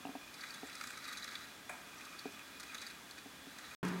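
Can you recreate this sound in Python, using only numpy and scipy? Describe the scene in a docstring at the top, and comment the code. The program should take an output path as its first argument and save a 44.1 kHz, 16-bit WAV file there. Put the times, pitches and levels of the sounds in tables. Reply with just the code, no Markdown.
"""A small plastic yo-yo runs down and up its string in a quiet room, heard in mono.
The string whirrs against the spinning shell and chafes on it in short rubs: its fibres slip
in many tiny jerks, which hiss and make the shell ring. Soft thumps come as the string is
tugged, and there is one sharper clack. Near the end the sound drops out for a moment and
returns on a hollow, ringing boom."""
import sys
import numpy as np
from scipy import signal
from scipy.fft import rfft, irfft
from scipy.io import wavfile

SR = 44100
rng = np.random.default_rng(int(sys.argv[2]) if len(sys.argv) > 2 else 0)


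def generate_wav(signal):
    """Clip the signal to [-1, 1] and save it as 16-bit WAV at the path in sys.argv[1]."""
    frames = np.transpose(np.atleast_2d(signal))
    scaled = np.clip(frames, -1, 1) * 32767
    pcm = np.round(scaled).astype(np.int16)
    wavfile.write(sys.argv[1], SR, pcm)


N = 176400
TIME = np.arange(N) / SR
ATTACK_S, RELEASE_S = 0.00058, 0.0011  # how fast a touch starts and fades
SILENCE_FROM_S, SILENCE_TO_S = 3.75, 3.8295

# A mode is a pitch at which something likes to ring; the wider it is, the less clear its note.
# Each row of these four tables: pitch in Hz, width in Hz, relative level in dB.
SHELL_LOW_MODES = [(1310, 250, 0), (1640, 130, 2), (1900, 130, 1.5), (2290, 110, -4)]  # the plastic shell's lower ring
SHELL_HIGH_MODES = [(3420, 130, -3.5), (3920, 130, 5), (4620, 200, -3)]  # its higher ring
SPIN_MODES = [(1215, 84, -1), (2455, 63, 0)]  # the notes it sings as it spins
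HISS_BANDS = [(4960, 880, -1), (6530, 660, 0.5), (7700, 600, -3), (9230, 790, -4.5), (11200, 2000, -11),
              (14500, 1100, -14.5)]  # the broad hiss of the string's fibres


def from_db(db):
    """Turn decibels into a number to multiply a sound by."""
    return 10 ** (np.asarray(db) / 20)


def rms_one(x):
    """Scale a sound to an average power of one."""
    return x / np.sqrt(np.mean(x ** 2) + 1e-20)


def shaped_noise(spectrum):
    """Steady noise of power one, its tone set by rows of pitch in Hz and relative level in dB."""
    hz, db = np.transpose(spectrum)
    bin_hz = np.maximum(np.fft.rfftfreq(N, 1 / SR), 1)
    gains = from_db(np.interp(np.log(bin_hz), np.log(hz), db))
    return rms_one(irfft(rfft(rng.standard_normal(N)) * gains, N))


def cut(x, kind, hz, order):
    """Keep only the "low" or the "high" side of a pitch; a higher order cuts more steeply."""
    return signal.sosfilt(signal.butter(order, hz, kind, fs=SR, output="sos"), x)


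def resonate(x, modes):
    """Let a sound ring a set of modes, scaled so that white noise would keep its power."""
    def ring(drive):
        total = 0
        for k, (hz, width, db) in enumerate(modes):
            decay = np.exp(-np.pi * width / SR)
            feedback = [1, -2 * decay * np.cos(2 * np.pi * hz / SR), decay ** 2]
            gain = (-1) ** k * from_db(db) * (1 - decay ** 2)
            total = total + gain * signal.lfilter([1, 0, -1], feedback, drive)
        return total
    floor = 1e-18 * rng.standard_normal(len(x))  # too faint to hear; keeps the filters fast
    return ring(x + floor) / np.linalg.norm(ring(signal.unit_impulse(SR // 10)))


def dying(start, fade_s):
    """A level that jumps to one, then falls by 60 dB in fade_s seconds."""
    return (TIME >= start) * np.exp(-np.log(1000) * np.maximum(TIME - start, 0) / fade_s)


def burst(start, length, attack=ATTACK_S, release=RELEASE_S):
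    """A level that rises, holds and fades; all times are in seconds."""
    rise = np.clip((TIME - start) / attack + .5, 0, 1)
    fall = np.exp(-np.clip((TIME - start - length) / release, 0, 20))
    return rise * fall


def wandering(curve, flutter_db, points_per_s=60):
    """A level that follows a curve and flutters quickly at random around it."""
    flutter = np.interp(TIME * points_per_s, np.arange(N), rng.standard_normal(N))
    return from_db(np.interp(TIME, *np.transpose(curve)) + flutter_db * flutter)


def struck(start, tones):
    """The fading tones of something hit once, for half a second at most."""
    first = int(start * SR)
    t = TIME[:min(SR // 2, N - first)]
    sound = np.zeros(N)
    for hz, db, fade_s in tones:
        level = from_db(db) * np.exp(-np.log(1000) * t / fade_s)
        sound[first:first + len(t)] += level * np.sin(2 * np.pi * hz * t)
    return sound


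def with_echo(x, db, fade_s):
    """Add the room's short, blurred echo."""
    tail = dying(0, fade_s) * rng.standard_normal(N) * (TIME > .004)
    return x + from_db(db) * signal.fftconvolve(x, tail / np.linalg.norm(tail))[:N]


def slips(size=N, per_s=6000, spread_db=4):
    """The fibres slip in a dense stream of tiny, uneven clicks, with an average power of one."""
    strengths = from_db(spread_db * np.minimum(rng.exponential(1, size), 4))
    signs = rng.choice([-1, 1], size)
    return rms_one(strengths * signs * (rng.random(size) < per_s / SR))


def varied(modes, detune=.012, spread_db=1.8):
    """Each touch shifts the modes' pitches and levels a little, at random."""
    return [(hz * (1 + detune * rng.uniform(-1.13, 1)), width, db + spread_db * rng.standard_normal())
            for hz, width, db in modes]


def touch(start, length, groups):
    """The string slips and catches once, ringing each group: a level in dB and its modes."""
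    first, size = int((start - ATTACK_S) * SR), SR // 20
    force = burst(ATTACK_S, length)[:size]
    catch_at = int((ATTACK_S + rng.uniform(0, 0.46) * length) * SR)
    catch = np.sqrt(0.00098 * SR) * signal.unit_impulse(size, catch_at)  # energy of about 1 ms of rubbing
    sound = np.zeros(N)
    for db, modes in groups:
        sound[first:first + size] += from_db(db) * resonate(force * slips(size) + catch, modes)
    return sound


def room_tone():
    """The quiet room: an even hiss with two faint whines."""
    # The tone of the hiss. Each row: pitch in Hz, relative level in dB.
    spectrum = [(20, -30), (60, -2), (110, -4.5), (260, 5), (420, -3), (1300, -2), (2200, -4), (4000, -7),
                (15500, -17.5)]
    # The whines. Each row: pitch in Hz, width in Hz, relative level in dB.
    whines = [(1620, 40, 1), (3438, 50, 0)]
    hiss = from_db(-55.5) * shaped_noise(spectrum)
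    return hiss + from_db(-64) * resonate(rng.standard_normal(N), whines)


def boom():
    """A hollow boom ends the silence: low tones ring in a fading wash of noise, with two bright ticks."""
    # The clear tones. Each row: pitch in Hz, level in dB, seconds to fade by 60 dB.
    tones = [(180.3, -37, 2.7), (272.3, -46, .8), (397, -43.5, 0.48), (441, -49, .7), (912, -52.5, 1.1),
             (1003, -50.5, .6)]
    # The tone of the wash. Each row: pitch in Hz, relative level in dB.
    spectrum = [(60, -22), (180, 1.5), (390, 2), (520, -12.5), (880, -8), (1800, -9), (4000, -27.5),
                (15000, -48)]
    # The ticks. Each row: start in seconds, length in seconds, level in dB.
    ticks = [(3.848, 0.0059, -49), (3.879, .012, -54)]
    wash = from_db(-37.5) * dying(SILENCE_TO_S, fade_s=0.85) * shaped_noise(spectrum)
    tick_level = sum(from_db(db) * burst(start, length) for start, length, db in ticks)
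    return struck(SILENCE_TO_S, tones) + wash + resonate(tick_level * slips(), HISS_BANDS)


def clack(start=1.6935):
    """One brief, hard knock that dies away in the room."""
    # The ring of the knock. Each row: pitch in Hz, width in Hz, relative level in dB.
    modes = [(683, 55, 9), (934, 150, 2.5), (1570, 570, 1), (2460, 93, 4.5), (7240, 2500, -16)]
    force = burst(start, length=0.0038, release=.003)
    tail = from_db(-6) * dying(start, fade_s=0.46)
    return from_db(-39.5) * resonate(np.hypot(force, tail) * rng.standard_normal(N), modes)


def thumps():
    """Tugs on the string thump a small body, each with its own loudness and brightness."""
    # The blows. Each row: start in seconds, level in dB, treble cut-off in Hz,
    # relative level in dB of one extra tone that depends on where the blow lands.
    blows = [(.0525, -38.5, 2400, -8), (0.07, -44, 2600, -7), (.092, -38.5, 560, -4),
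             (0.1527, -38.5, 1200, -12), (.632, -42, 905, 2), (2.256, -37.5, 716, 4),
             (3.2585, -44, 450, -3.5), (3.469, -44.5, 400, -2)]
    # The body's tones. Each row: pitch in Hz, relative level in dB, seconds to fade by 60 dB.
    tones = [(284, -2.5, .12), (735, 1.5, .034), (846, -2, 0.017), (2720, 0.32, 0.018)]
    body = 0
    for start, db, cutoff_hz, extra_db in blows:
        ring = struck(start, tones + [(422, extra_db, 0.04)])
        body = body + from_db(db) * cut(ring + 1e-18, "low", cutoff_hz, order=2)
    return with_echo(cut(body, "high", hz=187, order=4), db=-10.5, fade_s=0.25)


def rasp(start=0.802, length=0.13, hz=7900):
    """A high, grainy scrape under a quick run of rubs."""
    force = burst(start, length, attack=length / 2, release=length / 10)
    return from_db(-62.5) * resonate(force * slips(), [(hz, hz / 10, 0)])


def grazes(length=.006, width_hz=190):
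    """Light grazes of the string tick or squeak on one note, over a softer ring and hiss."""
    # The grazes. Each row: start in seconds, level in dB, pitch in Hz.
    events = [(.341,-51.5,4550), (.408,-51,4500), (.504,-50.5,4580), (.67,-54,7450), (0.697,-50.5,2440),
              (.728,-53,3950), (1.982,-58,5850), (2.009,-51,2460), (2.189,-48,4500), (2.391,-53,2460),
              (2.78,-47.5,3830), (2.866,-46.5,4670), (3.108,-47.5,4460)]
    sound = 0
    for start, db, hz in events:
        note = (db, [(hz, width_hz, 0)])
        ring_and_hiss = (db - 7, varied(SHELL_HIGH_MODES + HISS_BANDS))
        sound = sound + touch(start, length, [note, ring_and_hiss])
    return sound


def rubs():
    """The string chafes on the shell in short rubs, each with its own mix of ring and hiss."""
    # The rubs. Each row: start and length in seconds, then levels in dB of low ring, high ring and hiss.
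    events = [(0.435,0.007,-46.5,-60,-60), (.539,0.008,-56,-53.5,-53.5), (0.7523,.005,-52,-54,-50.5),
              (0.8097,0.0047,-43.5,-63,-49), (0.837,0.0046,-45.5,-55,-48.5), (0.871,0.0062,-51.5,-56,-49.5),
              (0.902,0.0061,-49,-55,-54), (0.972,0.0092,-53,-58,-54), (1.042,.015,-54,-50.5,-56.5),
              (1.078,.017,-50.5,-51.5,-53.5), (1.125,.012,-51.5,-52,-53), (1.172,0.014,-61,-51,-53.5),
              (1.223,.013,-56,-50.5,-58), (1.243,0.0041,-50,-47,-48), (1.276,.016,-53.5,-54,-61),
              (1.3528,0.0041,-45.5,-40,-54.5), (2.05,.007,-64,-61,-54), (2.598,0.011,-55.5,-55,-50.5),
              (2.63,0.0077,-53,-55,-54), (2.745,.0093,-47.5,-47.5,-52), (2.816,0.0099,-59,-49,-51.5),
              (2.9,.011,-55,-55,-59), (3.176,0.013,-56.5,-53.5,-61), (3.583,0.009,-56.5,-61,-55.5)]
    sound = 0
    for start, length, low_db, high_db, hiss_db in events:
        groups = [(low_db - 2.5, varied(SPIN_MODES, detune=0)),
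                  (low_db, varied(SHELL_LOW_MODES)),
                  (high_db, varied(SHELL_HIGH_MODES)),
                  (hiss_db, varied(HISS_BANDS, detune=.024))]
        sound = sound + touch(start, length, groups)
    return sound


def whirring(flutter_db=1.74, throb_db=4):
    """Steady rubbing makes the shell ring and the fibres hiss; each spin note throbs on its own."""
    # How strongly the string rubs. Each row: time in seconds, level in dB.
    friction_curve = [(.3, -69), (.44, -52.5), (.63, -58.5), (.87, -56.5), (1.17, -54.5), (1.42, -55),
                      (1.55, -67), (1.8, -66.5), (2.15, -60.5), (2.35, -66), (2.68, -59), (2.88, -56.5),
                      (3.0, -67.5), (3.42, -68), (3.62, -58.5)]
    # How strongly the spinning shell sings. Each row: time in seconds, level in dB.
    spin_curve = [(.3, -63.5), (1.4, -57.5), (1.6, -68.5), (2.02, -58.5), (2.3, -57.5), (2.5, -65.5),
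                  (2.78, -57.5), (3.0, -64.5), (3.45, -70), (3.7, -59.5)]
    friction = wandering(friction_curve, flutter_db)
    singing = sum(from_db(db) * wandering(spin_curve, throb_db) * resonate(slips(), [(hz, width, 0)])
                  for hz, width, db in SPIN_MODES) / np.sqrt(2)
    hiss_level = from_db(-8) * np.hypot(friction, wandering(spin_curve, flutter_db))
    low_ring = resonate(friction * slips(), SHELL_LOW_MODES)
    high_ring = from_db(-4.5) * resonate(friction * slips(), SHELL_HIGH_MODES)
    hiss = resonate(hiss_level * slips(), HISS_BANDS)
    return singing + low_ring + high_ring + hiss


def string_on_shell():
    """The string whirrs, rubs, grazes and scrapes on the shell, and the room echoes it."""
    shell = cut(whirring() + rubs(), "high", hz=1150, order=8)
    return with_echo(shell + grazes() + rasp(), db=-11.5, fade_s=0.082)


def scene():
    """All the sources together, the same in both ears."""
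    return np.tile(string_on_shell() + thumps() + clack() + boom() + room_tone(), (2, 1))


def record(dry, cutoff_hz=15900):
    """The sound drops out briefly, and the highest treble is cut away."""
    sound_on = (TIME < SILENCE_FROM_S) | (TIME > SILENCE_TO_S)
    treble_cut = signal.ellip(12, .1, 70, cutoff_hz, fs=SR, output="sos")
    return signal.sosfilt(treble_cut, dry * sound_on)


dry = scene()
out = record(dry)
generate_wav(out)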